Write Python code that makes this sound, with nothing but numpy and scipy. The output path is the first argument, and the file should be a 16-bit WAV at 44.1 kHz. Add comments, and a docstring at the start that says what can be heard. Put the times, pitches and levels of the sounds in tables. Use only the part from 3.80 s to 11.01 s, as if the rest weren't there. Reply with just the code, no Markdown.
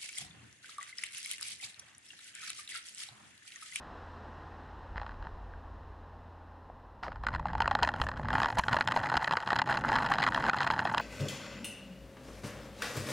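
"""Far traffic roars, hisses and hums behind a longboard on a seafront path, the microphone fixed to its deck.
The rider shuffles: board and shoes tick, the deck sways, soles tap and scrape. A shoe lands, slides, and the
board rolls. Stones in the coarse asphalt knock the wheels and ring the deck's modes, over random fine grit,
a low rumble and a thin sizzle of tread noise. A limiter holds down the hardest knocks."""
import sys
import numpy as np
from scipy import signal
from scipy.fft import rfft, irfft, next_fast_len
from scipy.io import wavfile
from scipy.ndimage import uniform_filter1d, minimum_filter1d

SR = 44100
rng = np.random.default_rng(int(sys.argv[2]) if len(sys.argv) > 2 else 0)


def file_out(sig):
    """Save sig as 16-bit WAV at sys.argv[1]."""
    # one column per channel
    cols = np.atleast_2d(sig).T
    # limit, then scale
    lim = np.clip(cols, -1, 1)
    pcm = np.round(lim * 32767).astype(np.int16)
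    wavfile.write(sys.argv[1], SR, pcm)


N = 317961
TIME = np.arange(N) / SR   # seconds

# Each push makes the board faster. Each row: time in seconds, speed as a share of cruising speed.
ROLLING_SPEED = [(3.3, 0.52), (4.3, 0.74), (5.0, 0.98), (5.4, 1.156), (6.2, 1.15), (7.2, 1.13)]
# How coarse the asphalt is under the wheels. Each row: time in seconds, coarseness in dB.
ASPHALT_COARSENESS = [(3.41, -7), (3.54, 8.5), (3.62, -8), (3.7, 3.5), (4.2, 1), (4.46, -8), (4.54, 6),
                      (4.66, 3.5), (4.75, -11), (4.785, 15.5), (4.85, -8), (4.94, 4), (5.05, -10),
                      (5.17, -1), (5.55, -6.5), (5.63, -10), (5.68, -6), (5.8, -2.5), (5.85, -20),
                      (5.9, 6.5), (6.01, -9), (6.14, 3.5), (6.22, 0.5), (6.47, -4), (6.51, -11), (6.56, -3),
                      (6.64, -2), (6.69, 9), (6.72, -4), (6.81, -1), (7.2, -4)]
# Colour of soft tread or sole on the road's fine texture. 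Each row: frequency in Hz, relative level in dB per Hz.
ROAD_HISS_COLOUR = [(2200, 10), (3000, 12), (4100, -6), (5000, -0.5), (5700, 5), (7100, 6), (8900, -4.5),
                    (10200, -1), (12500, -12), (15500, -27)]

START_S, START_RAMP_S = 3.22, 0.062   # the board begins to roll
# the deck's usual hollow body and treble, relative to its middle modes
DECK_BODY_DB, DECK_TREBLE_DB = -1.5, -12
# the pitch of ringing modes wanders: spread, and turns per second
WAVER_HZ, WAVERS_PER_S = 36.5, 30


def wheels():
    """Stones knock, grit rattles with speed and coarseness, the trucks ring on, and the road rumbles and sizzles."""
    # The biggest stones, before the deck's common gain. Each row: time in seconds, level in dB,
    # hollow body in dB relative to that level, treble in dB relative to that level.
    big_stones = [(3.436, -38.5, -0.5, -18), (3.4672, -30, -7, -12), (3.4854, -34, -6.5, -16),
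                  (3.5385, -37, -8, -16), (3.5481, -35, -1, -13), (3.56, -37.5, -5.5, -16),
                  (3.596, -37.5, -2, -17), (3.6554, -38.5, 2.5, -16), (3.668, -44.5, -1, -9),
                  (3.6838, -39.5, -5, -17), (3.7016, -48, -2, -24), (3.732, -45, 6, -11),
                  (3.752, -33.5, -1, -19), (3.7803, -39.5, -4, -13), (3.8041, -22, 2, -14.5),
                  (3.8118, -41.5, -7, -11), (3.8195, -28.5, -4.5, -8), (3.843, -37, -1, -21),
                  (3.857, -32, -1, -23), (3.877, -27.5, -1, -9.5), (3.9112, -28.5, 2.5, -12.5),
                  (3.9273, -44, -6, -12), (3.9511, -20.5, -3, -12.5), (3.968, -45, -11, -14),
                  (3.989, -32.0, -4.5, -17), (4.0246, -29.5, 2.5, -17), (4.0309, -23, 5.5, 1),
                  (4.0382, -27, 5, -11), (4.0477, -32.0, -5, -8), (4.0745, -30, -4.5, -11.5),
                  (4.0891, -29.5, -3, -10.5), (4.1386, -36.5, -0.5, -12), (4.1615, -47, 2, -8),
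                  (4.199, -39, 1, -15), (4.2155, -32.5, 5.5, -3), (4.237, -42.5, 5, -10),
                  (4.267, -35, 0, -13), (4.2873, -30, -5.5, -13.5), (4.3151, -37.0, -2, -15),
                  (4.373, -40.0, -12, -14.5), (4.395, -44.5, 6, -15), (4.4315, -45, 0, -16),
                  (4.4473, -46, 0, -13), (4.4544, -38, -3, -21), (4.485, -30, -6.5, -12.5),
                  (4.5048, -30.5, -8, -19), (4.5299, -35, 5, -5.5), (4.5376, -35, -2, -14),
                  (4.5531, -23, -5, -17), (4.5814, -32.0, 0, -12), (4.6013, -22.0, -7, -15),
                  (4.6175, -36, 6, -6), (4.6317, -26.5, -2, -9.5), (4.6446, -36, 2.5, -6),
                  (4.6578, -25.5, -3, -13), (4.6855, -35.5, -4, -10), (4.702, -35.5, 2, -8.5),
                  (4.7253, -39.5, 0.5, -13), (4.7766, -40, 9.5, -25), (4.7949, -12.5, 2.5, -8),
                  (4.8363, -31, -12, -10.5), (4.883, -27.5, -6.5, -9), (4.892, -33, -6, -16),
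                  (4.9185, -37, -11, -20), (4.9296, -22.5, -15, -10), (4.9428, -32.5, 3.5, -10),
                  (4.9668, -24, -3.5, -11.5), (4.9865, -37, 2, -8), (5.0089, -18, -5, -10.5),
                  (5.022, -36, -10, -7), (5.0748, -29.5, 1, -1.5), (5.0848, -31.5, -5, -11),
                  (5.1109, -31, -15, -14), (5.1205, -26, -8.5, -7), (5.1633, -29.5, 1.5, -8),
                  (5.1728, -31, 7, -11), (5.233, -38.5, -1, -8), (5.2415, -35.5, -1, -14),
                  (5.2582, -35.0, -7, -8.5), (5.27, -37, -6, -18), (5.299, -34.5, -7, -7.5),
                  (5.317, -37, 4, -17), (5.3251, -34.5, 0, -15), (5.3406, -36, 7.5, -4.5),
                  (5.353, -30, -13, -16), (5.369, -28, -1, -2.5), (5.3744, -19, -4, -17),
                  (5.4211, -36, -5, -14), (5.4257, -39.0, -4, -10), (5.4437, -31, 1.5, -6.5),
                  (5.4758, -27.5, -13, -14.5), (5.51, -30, 0.5, -10), (5.5173, -34.5, -11, -16),
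                  (5.523, -34, 0, -3), (5.5353, -27.0, 1, -11.5), (5.5702, -23, -3, -10.5),
                  (5.6026, -37, -10, -5.5), (5.6744, -33.5, -3, -7.5), (5.7043, -21.5, -10, -13),
                  (5.719, -33, 0, -12), (5.7301, -19.5, -1.5, -16), (5.761, -28.5, -14, -5.5),
                  (5.7745, -42, -1, -14), (5.788, -30, -2, -3), (5.7941, -30.5, -2, -14),
                  (5.817, -33, 0, -5), (5.8737, -39.5, 5, -8), (5.895, -32, -4.5, -11.5),
                  (5.912, -39, -3, -9), (5.9253, -33.5, -5, -7), (5.9408, -38.5, 5, -5),
                  (5.9721, -30.0, -2, -7), (5.987, -39, -4, -14), (6.038, -35.5, 0, -20),
                  (6.0476, -26, -7, -22), (6.0827, -37, 1, -8), (6.0886, -33, -6, -6.5),
                  (6.0942, -32.5, -1, -20), (6.118, -33.0, 4, -9), (6.1283, -29.5, -7, -18),
                  (6.1378, -36, 1, -8), (6.1547, -27.5, -3, -10.5), (6.1618, -31.5, 2, -5),
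                  (6.1855, -29, -2.5, -11), (6.2222, -40, 1, -20), (6.2447, -34, -6, -15),
                  (6.2623, -32, -4, -6), (6.2727, -38, -6, -11), (6.3005, -41, 4, -16),
                  (6.3154, -27.5, -10, -19), (6.3192, -24, -8, -13), (6.3375, -33.5, -6, 0.5),
                  (6.345, -35, -4, -9), (6.3842, -32, 0, -5), (6.4011, -33.5, 1, -11),
                  (6.4092, -37, -4, -8), (6.4208, -30, -11, -9), (6.428, -26, -10, -7),
                  (6.4376, -27.5, -10, -7), (6.446, -35, -10, -10), (6.465, -27, -10, -9.5),
                  (6.476, -26.5, -4, -11), (6.4859, -31, -6, -11), (6.5216, -30.5, -7, -17),
                  (6.5459, -29, -5.5, -7), (6.5602, -32.5, 0, -13), (6.5759, -30, 2, -18),
                  (6.6054, -38, -3, -9), (6.6239, -37, -5, -9), (6.6398, -29, -12, -14.5),
                  (6.6644, -29, -4, -15.5), (6.679, -37, -11, -14), (6.6849, -40, 1, -16),
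                  (6.6963, -12.5, -11, -12), (6.7326, -30, -5, -13), (6.7438, -33, -11, -17),
                  (6.7688, -36.5, 4, -8), (6.7856, -35, -8, -4), (6.8051, -25, -4, -13),
                  (6.815, -41, 2, -3), (6.8212, -38, -5, -12), (6.8294, -35, -12, -3.5),
                  (6.8445, -44, -10, -10), (6.8659, -32.5, 1, -10), (6.8731, -30.5, -5, -5.5),
                  (6.9025, -25.5, -1.5, -18), (6.9093, -32, 0, 0), (6.9361, -33.5, -5, -11),
                  (6.9917, -27, -14, -8.5), (6.9998, -35, -1.5, -11), (7.0525, -30, 1, -8),
                  (7.072, -30, -6, -14.5), (7.0968, -38, -1, -11), (7.1381, -37.5, 0, -21),
                  (7.1462, -31.5, 3, -8.5), (7.1728, -33, 2.5, -16), (7.1799, -20, -8, -2),
                  (7.1981, -32, 2, -9)]
    # Longer, purer rings of the metal trucks. Each row: frequency in Hz, width in Hz, relative level in dB.
    truck_modes = [(694, 8.3, -29), (856, 20, -16), (910, 19, -23)]
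    grit_cruising_db, grit_db_per_doubling = -38.5, 17   # growth per doubling of speed

    speed, coarse_db = in_time(ROLLING_SPEED)[0], in_time(ASPHALT_COARSENESS)[0]
    moving = np.clip((TIME - START_S) / START_RAMP_S, 0, 1)
    hits = np.r_[pebbles(), big_stones]
    sizzle = tread(hits, coarse_db, crunch_s=0.0013)
    grit_db = grit_cruising_db + grit_db_per_doubling * np.log2(speed) + coarse_db
    grit = grains(per_s=1700, spread_db=10, body_db=2.0, treble_db=-4.5, scatter_db=4.0, even_s=0.04)
    rattle = stones(hits, clean_db=0.5) + from_db(grit_db) * grit
    trucks = np.zeros(N)
    for hz, width, db in truck_modes:
        per_click = 2 * np.pi * width / SR   # a narrow mode gathers less from each click
        trucks += from_db(db) * per_click * wavering_ring(rattle, hz, width, WAVER_HZ)
    return moving * (rattle + trucks + rumble() + sizzle)


def stones(hits, clean_db):
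    """A slow wheel meets a stone more cleanly; a fast one chatters more. Each also nudges the whole deck."""
    common_db, thud_db = 22.5, -20
    s, db, body, treble = np.transpose(hits)
    speed = np.interp(s, *np.transpose(ROLLING_SPEED))
    clack = knocks(s, db, body - DECK_BODY_DB, treble - DECK_TREBLE_DB, scatter_db=3.0, graze_s=0.0044,
                   graze_db=-3.0 - clean_db * (1.0 - speed), graze_treble_db=0.5, contact_hz=11300)
    thuds = ring(click_train(s, from_db(db + thud_db)), hz=250, width=29)
    return from_db(common_db) * clack + thuds


def pebbles(count=260):
    """Small stones at uneven spacings: more, louder and harder with speed, louder on coarse asphalt."""
    # at cruising speed; the spread is the most that chance adds or takes away
    per_s, cruising_db, spread_db, cruising_treble_db = 50, -43, 4.0, -12
    # growth per doubling of speed, and the share of the asphalt's coarseness that is followed
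    db_per_doubling, treble_db_per_doubling, follows = 13.5, 10, 0.49

    gap, size, hollow, edge = rng.uniform(-1, 1, (count, 4)).T
    speed, coarse_db = in_time(ROLLING_SPEED)[0], in_time(ASPHALT_COARSENESS)[0]
    travelled = np.cumsum(speed * (TIME > START_S)) / SR
    places = np.cumsum(1 + 0.88 * gap) / per_s
    s = np.interp(places, travelled, TIME, right=2 * TIME[-1])   # stones never reached fall past the end
    doublings = np.log2(np.interp(s, TIME, speed))
    db = cruising_db + db_per_doubling * doublings
    db = db + follows * np.interp(s, TIME, coarse_db) + spread_db * size
    body = DECK_BODY_DB + 6 * hollow
    treble = cruising_treble_db + treble_db_per_doubling * doublings + 5 * edge
    return np.c_[s, db, body, treble]   # columns as for the biggest stones


def tread(hits, coarse_db, crunch_s):
    """Under load the soft wheels sizzle unevenly on fine texture; the harder a stone, the more it crunches."""
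    loaded_s, loading_s = 4.47, 0.07
    loaded_db, unloaded_change_db, follows, crunch_db = -67, -39, 0.36, -17
    s, db, body, treble = np.transpose(hits)
    unloaded = 1 - np.clip((TIME - loaded_s) / loading_s, 0, 1)
    hiss_db = loaded_db + unloaded_change_db * unloaded + follows * coarse_db
    clicks = click_train(s, from_db(db + treble + crunch_db))
    crunch = signal.lfilter([1], [1, -np.exp(-1 / (crunch_s * SR))], clicks + 1e-18)
    return noise(ROAD_HISS_COLOUR) * (from_db(hiss_db + 8.0 * drift(270)) + crunch)


def rumble():
    """The faster the road's unevenness passes, the higher the rumble; the deck drones above it."""
    # Rumble at cruising speed. Each row: frequency in Hz, relative level in dB per Hz.
    rumble_colour = [(55, -3), (85, -2), (115, 6), (150, 0), (190, -3), (240, -7), (310, -8.5), (400, -28)]
    # Rumble over time, before its trim. Each row: time in seconds, level in dB.
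    rumble_curve = [(3.38, -52), (3.56, -41), (3.6, -45), (3.84, -41), (3.95, -47), (4.03, -41),
                    (4.07, -50), (4.25, -43), (4.36, -48.5), (4.38, -42), (4.59, -39), (4.67, -56),
                    (4.79, -38), (4.82, -51), (4.94, -39), (5.04, -55), (5.07, -43.5), (5.34, -47.5),
                    (5.38, -38), (5.4, -65), (5.43, -55), (5.54, -44), (5.61, -67), (5.67, -48),
                    (5.78, -45), (5.84, -52), (5.87, -45), (7.2, -47.5)]
    # The deck's drone. Each row: frequency in Hz, relative level in dB per Hz.
    drone_colour = [(170, -8.5), (240, 1), (310, -6), (400, -13), (560, -5.5), (800, -12)]
    # Drone over time, before its trim. Each row: time in seconds, level in dB.
    drone_curve = [(3.38, -66), (3.46, -51), (4.22, -47), (4.33, -50), (4.52, -43), (4.74, -47.5),
                   (4.79, -40), (4.82, -48.5), (5.38, -48.5), (5.4, -71), (5.58, -54), (5.6, -67),
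                   (5.72, -48), (5.75, -57), (6.09, -38.5), (6.42, -46), (6.68, -38), (6.74, -58),
                   (7.17, -48), (7.2, -60)]
    rumble_trim_db, drone_trim_db = 2, -2.5

    distance = np.cumsum(in_time(ROLLING_SPEED)[0])
    unevenness = np.interp(distance % N, np.arange(N), noise(rumble_colour))
    low = from_db(rumble_trim_db + in_time(rumble_curve)[0]) * steady(unevenness, even_s=0.066)
    drone = steady(noise(drone_colour), even_s=0.076)
    return low + from_db(drone_trim_db + in_time(drone_curve)[0]) * drone


def deck(times, sizes, body_db, treble_db, scatter_db, contact_hz=11500):
    """Contacts ring the deck's modes with chosen body and treble; the lower modes waver as the deck flexes."""
    # Ringing of deck, trucks and microphone mount. Each row: frequency in Hz, width in Hz, relative level in dB.
    modes = [(550.5, 56, -16), (679, 74, -8.5), (881, 85, 1), (1109, 223, -4.5), (1462, 172, -4),
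             (1746, 187, -6), (1935, 164, -9), (2510, 102, -20.5), (2755, 164, -20), (3180, 290, -21.5),
             (4134, 234, -22), (5057, 220, -27.5), (6340, 580, -41), (7220, 580, -40.5), (8300, 780, -50.5),
             (9900, 990, -56), (12050, 550, -53.5)]
    out, total = np.zeros(N), 0
    luck = np.clip(rng.standard_normal((len(times), len(modes))), -2, 2)
    for k, (hz, width, db) in enumerate(modes):
        low = np.interp(hz, [900, 1200], [1, 0])
        high = np.interp(hz, [1800, 2800], [0, 1])
        gain_db = low * body_db + high * treble_db + scatter_db * luck[:, k]
        clicks = click_train(times, sizes * from_db(gain_db))
        height = from_db(db) * width
        rung = wavering_ring(clicks, hz, width, WAVER_HZ) if high < .5 else ring(clicks, hz, width)
        out += (-1) ** k * height * rung
        total += height
    soften = signal.butter(2, min(contact_hz, SR / 2 - 1000), fs=SR, output="sos")
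    return signal.sosfilt(soften, out / total)


def knocks(s, db, body_db, treble_db, scatter_db, graze_s, graze_db, graze_treble_db, contact_hz, count=6):
    """Each knock is followed by grazes that thin out and tend to weaken as the contact lets go."""
    when, strength = rng.uniform(-1, 1, (len(s), 2, count)).transpose(1, 2, 0)
    late = .1 + 0.84 * when ** 2   # share of graze_s
    times = np.vstack([s, s + graze_s * late])
    sizes = np.vstack([from_db(db), from_db(db + graze_db) * strength * (1 - 0.34 * late)])
    treble = np.vstack([treble_db, treble_db + graze_treble_db * late])
    body = np.broadcast_to(body_db, times.shape)
    return deck(times.ravel(), sizes.ravel(), body.ravel(), treble.ravel(), scatter_db, contact_hz)


def grains(per_s, spread_db, body_db, treble_db, scatter_db, even_s):
    """Countless small contacts of uneven size on the deck, the bigger ones harder; level held near 1."""
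    at = np.flatnonzero(rng.random(N) < per_s / SR)
    bigness = np.clip(rng.standard_normal(N), -2, 2)[at]
    sizes = from_db(spread_db * bigness) * rng.choice([-1, 1], N)[at]
    return steady(deck(at / SR, sizes, body_db, treble_db + 1.6 * bigness, scatter_db), even_s)


def rider():
    """The rider makes the board tick, sway and bounce; the soles tap, scrape, land and skid."""
    feet = taps(width_hz=107, contact_hz=2500) + soles() + landing()
    return ticks(softening=0.5) + feet + sway() + bounce()


def ticks(softening):
    """Crisp ticks of the board and of shoes slapping and scuffing on it, through the same deck modes."""
    # Ticks of the board and of shoes on it, before the common gain. Each row: time in seconds, level in dB,
    # treble in dB relative to that level; only its departure from the median counts, scaled by softening.
    deck_ticks = [(1.158, -30, -34), (1.168, -33, -24), (1.173, -31, -18), (1.179, -21, -32),
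                  (1.198, -31, -26), (1.215, -27.5, -26), (1.221, -36, -23), (1.231, -33, -26),
                  (1.264, -28, -25), (1.278, -40, -29), (1.292, -30, -30), (1.309, -39, -24),
                  (1.318, -37, -30), (1.342, -42, -28), (1.425, -33.5, -25), (1.441, -38, -24),
                  (1.449, -37, -25), (1.469, -30, -36), (3.23, -32, -28), (3.2335, -27, -15),
                  (3.265, -28, -35), (3.281, -27.5, -32), (3.319, -27.5, -33), (3.328, -35, -25),
                  (3.358, -33, -26), (3.447, -33, -22)]
    common_db = 9.0
    s, db, treble = np.transpose(deck_ticks)
    treble_db = 0.5 + softening * (treble - np.median(treble))
    crisp = knocks(s, db, -1.0, treble_db, scatter_db=1.5, graze_s=0.004, graze_db=-9.0,
                   graze_treble_db=-2.0, contact_hz=5500)
    return from_db(common_db) * crisp


def soles():
    """Each scrape is rubber slipping and grit crackling under it; on the road the shoe skids with a thin hiss."""
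    # Colour of slipping rubber. Each row: frequency in Hz, relative level in dB per Hz.
    rubber_colour = [(120, -25), (200, -3), (373, -18.5), (551, 0), (635, -14), (707, 4), (990, -5),
                     (1230, -9.5), (1810, -9), (2020, -8), (3040, -22), (5170, -17), (6180, -29),
                     (11700, -58), (14000, -67)]
    # Shoes scrape on the road, then over the grip tape. Each row: peak time in seconds, rubber level in dB,
    # grit level in dB, attack in seconds, fall in dB per second.
    scrapes = [(1.18, -65, -52, 0.025, 54), (1.45, -75, -56, 0.042, 150), (3.2295, -40.5, -49, 0.0027, 313)]
    # The pushing shoe skids on the road. Each row: peak time in seconds, level in dB before flicker.
    shoe_skids = [(4.05, -63), (4.163, -68), (4.21, -62), (4.255, -85), (4.38, -77), (4.424, -83),
                  (4.56, -67), (4.786, -48.5)]
    skid_attack_s, skid_fall_db_per_s, skid_flicker_db = 0.011, 247, 7.5

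    rubber = sum(stroke(s, db, attack_s, fall) for s, db, grit_db, attack_s, fall in scrapes)
    grit = sum(stroke(s, grit_db, attack_s, fall) for s, db, grit_db, attack_s, fall in scrapes)
    skid = sum(stroke(s, db, skid_attack_s, skid_fall_db_per_s) for s, db in shoe_skids)
    crackle = grains(per_s=230, spread_db=9.0, body_db=9.0, treble_db=-28.0, scatter_db=3.0, even_s=0.079)
    slipping = rubber * from_db(2.6 * drift(400)) * noise(rubber_colour)
    skidding = skid * from_db(skid_flicker_db * drift(270)) * noise(ROAD_HISS_COLOUR)
    return slipping + grit * crackle + skidding


def landing():
    """A shoe slides to rest on the grip tape: it slips in quick grains that excite a falling resonance."""
    lands_s, slide_s = 3.2305, 0.062
    start_hz, end_hz, width_hz = 1500, 520, 260
    slide_db, fall_db_per_s = -42.5, 78
    done = (TIME - lands_s) / slide_s
    hz = np.interp(done, [0, 1], [start_hz, end_hz])
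    slips = rng.standard_normal(N) * (rng.random(N) < 1200 / SR)   # 1200 slips a second
    rasp = steady(wavering_ring(slips, hz, width_hz, WAVER_HZ), even_s=0.008)
    stopping = np.clip((lands_s + slide_s - TIME) / 0.008 + 1, 0, 1)
    return rasp * stopping * stroke(lands_s, slide_db, 0.003, fall_db_per_s)


def stroke(s, db, attack_s, fall_db_per_s):
    """Envelope of one scrape: a quick rise to its peak at time s, then a steady fall."""
    return np.clip(1 + (TIME - s) / attack_s, 0, 1) * from_db(db - fall_db_per_s * np.maximum(TIME - s, 0))


def taps(width_hz, contact_hz):
    """A soft sole sets the wood ringing briefly; a low-pass takes off the click."""
    # Taps of the rubber soles. Each row: time in seconds, ring in Hz, level in dB before the low-pass.
    sole_taps = [(1.179, 620, -34), (1.216, 600, -36), (1.737, 1570, -40.5), (2.8997, 760, -34.5),
                 (3.2284, 970, -34), (3.2354, 1410, -36), (3.266, 1010, -39), (3.281, 1250, -29),
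                 (3.282, 546, -30.5), (3.288, 710, -40), (3.318, 1170, -35)]
    rings = sum(ring(click_train(np.array([s]), from_db([db])), hz, width_hz) for s, hz, db in sole_taps)
    return signal.sosfilt(signal.butter(2, contact_hz, fs=SR, output="sos"), rings)


def sway():
    """The deck sways on its bushings: steady low noise under a drawn level."""
    # Colour of the sway. Each row: frequency in Hz, relative level in dB per Hz.
    sway_colour = [(18, 1), (28, 5), (38, 3.5), (48, 13.5), (58, 5.5), (72, 0.5), (130, -11.5)]
    # Sway over time, before its trim. Each row: time in seconds, level in dB.
    sway_curve = [(0.0, -50), (0.8, -50.5), (1.25, -38.5), (2.05, -44.5), (2.55, -53.5), (3.3, -50),
                  (3.39, -38), (3.72, -40.5), (4.1, -51), (4.21, -41), (4.33, -46), (4.85, -44),
                  (5.15, -74), (5.65, -70), (5.85, -65), (6.1, -42), (6.42, -57), (6.66, -41), (6.75, -67),
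                  (7.2, -54)]
    trim_db = -5.5
    return from_db(in_time(sway_curve)[0] + trim_db) * steady(noise(sway_colour), even_s=0.13)


def bounce():
    """Jolts make the whole deck bounce: a low ring against a shorter, higher one."""
    # Each row: time in seconds, blow in dB before its trim.
    jolts = [(1.157, -32), (1.468, -34), (4.022, -26.5), (4.208, -26), (4.791, -20.5), (5.363, -32)]
    trim_db = -0.5
    s, db = np.transpose(jolts)
    blows = click_train(s, from_db(db + trim_db))
    return ring(blows, hz=62, width=16) - 1.3 * ring(blows, hz=165, width=200)


def traffic():
    """Far tyre roar recedes, its hiss fading faster, then both hold; an engine hums on a wandering note."""
    # Colour of the roar. Each row: frequency in Hz, relative level in dB per Hz.
    roar_colour = [(70, -9), (95, -22), (120, -4), (190, -9.5), (225, -5.5), (370, -10.5), (490, -9.5),
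                   (570, -10), (860, -6), (1050, -7), (1300, -24), (2000, -62)]
    # Colour of the hiss. Each row: frequency in Hz, relative level in dB per Hz.
    hiss_colour = [(700, -33), (1100, 2), (1500, 0), (1850, -2.5), (2250, -16.5), (2750, -12), (3400, -18),
                   (4100, -16.5), (4600, -25.5), (5100, -21.5), (5800, -28), (7800, -35.5), (9500, -44),
                   (15000, -61)]
    # The far engine's hum. Each row: time in seconds, level in dB.
    hum_curve = [(0.05, -69), (0.2, -52), (1.0, -54), (2.05, -52), (2.8, -55), (3.1, -61)]
    # levels at the start, rates of fading, and how long the fade lasts
    roar_db, roar_fade_db_per_s, hiss_db, hiss_fade_db_per_s, recedes_s = -50, 2, -54.5, 3.5, 3.16
    hum_hz, hum_wander_hz = 84.9, 0.88

    fading_s = np.minimum(TIME, recedes_s)
    roar = from_db(roar_db - roar_fade_db_per_s * fading_s) * noise(roar_colour)
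    hiss = from_db(hiss_db - hiss_fade_db_per_s * fading_s) * noise(hiss_colour)
    phase = 2 * np.pi * np.cumsum(hum_hz + hum_wander_hz * drift(4.1)) / SR
    hum = np.sqrt(2) * np.sin(phase)   # rms 1
    return roar + hiss + from_db(in_time(hum_curve)[0]) * hum


def from_db(db):
    """Decibels to gain."""
    return 10 ** (np.asarray(db) / 20)


def rms_one(x):
    """Scale to unit rms."""
    return x / np.sqrt(np.mean(x ** 2) + 1e-20)


def in_time(rows):
    """Each column of a curve, at every sample."""
    s, *columns = np.transpose(rows)
    return [np.interp(TIME, s, c) for c in columns]


def noise(spectrum):
    """Noise of a given colour, silent beyond its end frequencies; rms 1."""
    hz, db = np.transpose(spectrum)
    size = next_fast_len(N)
    bins = np.maximum(np.arange(size // 2 + 1) * SR / size, 1)
    gain = from_db(np.interp(np.log(bins), np.log(hz), db, left=-np.inf, right=-np.inf))
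    return rms_one(irfft(rfft(rng.standard_normal(size)) * gain, size)[:N])


def drift(rate):
    """Chance values joined by straight lines, `rate` a second; spread about 1, without far outliers."""
    return np.clip(rms_one(np.interp(TIME * rate, np.arange(N), rng.standard_normal(N))), -2, 2)


def steady(x, even_s):
    """Hold the level near 1, so that only the fine texture is left to chance."""
    size = int(even_s * SR)
    power = uniform_filter1d(uniform_filter1d(x ** 2, size), size)
    return x / np.sqrt(np.maximum(power, 1e-9))


def click_train(times, sizes):
    """Clicks of the given sizes at the given times."""
    return np.bincount(np.clip(times * SR, 0, N).astype(int), sizes, N + 1)[:N]


def ring(clicks, hz, width):
    """A unit click sets a decaying sine ringing from a height of 1."""
    r, w = np.exp(-np.pi * width / SR), 2 * np.pi * hz / SR
    return signal.lfilter([0, np.sin(w)], [1, -2 * r * np.cos(w), r * r], clicks + 1e-18)


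def wavering_ring(clicks, hz, width, waver_hz):
    """A ringing mode whose pitch wanders by chance."""
    phase = 2 * np.pi * np.cumsum(hz + waver_hz * drift(WAVERS_PER_S)) / SR
    cos, sin = np.cos(phase), np.sin(phase)
    decay = np.exp(-np.pi * width / SR)
    held = signal.lfilter([1], [1, -decay], np.array([cos, sin]) * clicks + 1e-18)
    return sin * held[0] - cos * held[1]   # each click starts at zero phase


def scene():
    """One microphone: both channels carry the same sound."""
    return np.tile(wheels() + rider() + traffic(), (2, 1))


def limiter(x, ceiling_db, release_db_per_s):
    """The gain ducks just ahead of a peak and climbs back steadily."""
    over = np.maximum(20 * np.log10(np.abs(x[0]) + 1e-9) - ceiling_db, 0)
    release = release_db_per_s * TIME
    held = np.maximum.accumulate(over + release) - release
    return x * from_db(uniform_filter1d(minimum_filter1d(-held, size=33), size=33))


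def record(dry):
    """Limiter, a trace of hiss in each channel, and the top cut."""
    cutoff_hz, hiss_db = 15500, -87
    held = limiter(dry, ceiling_db=-15.0, release_db_per_s=392)
    hissing = held + from_db(hiss_db) * rng.standard_normal((2, N))
    return signal.sosfilt(signal.ellip(10, .1, 80, cutoff_hz, fs=SR, output="sos"), hissing)


dry = scene()
out = record(dry)
file_out(out)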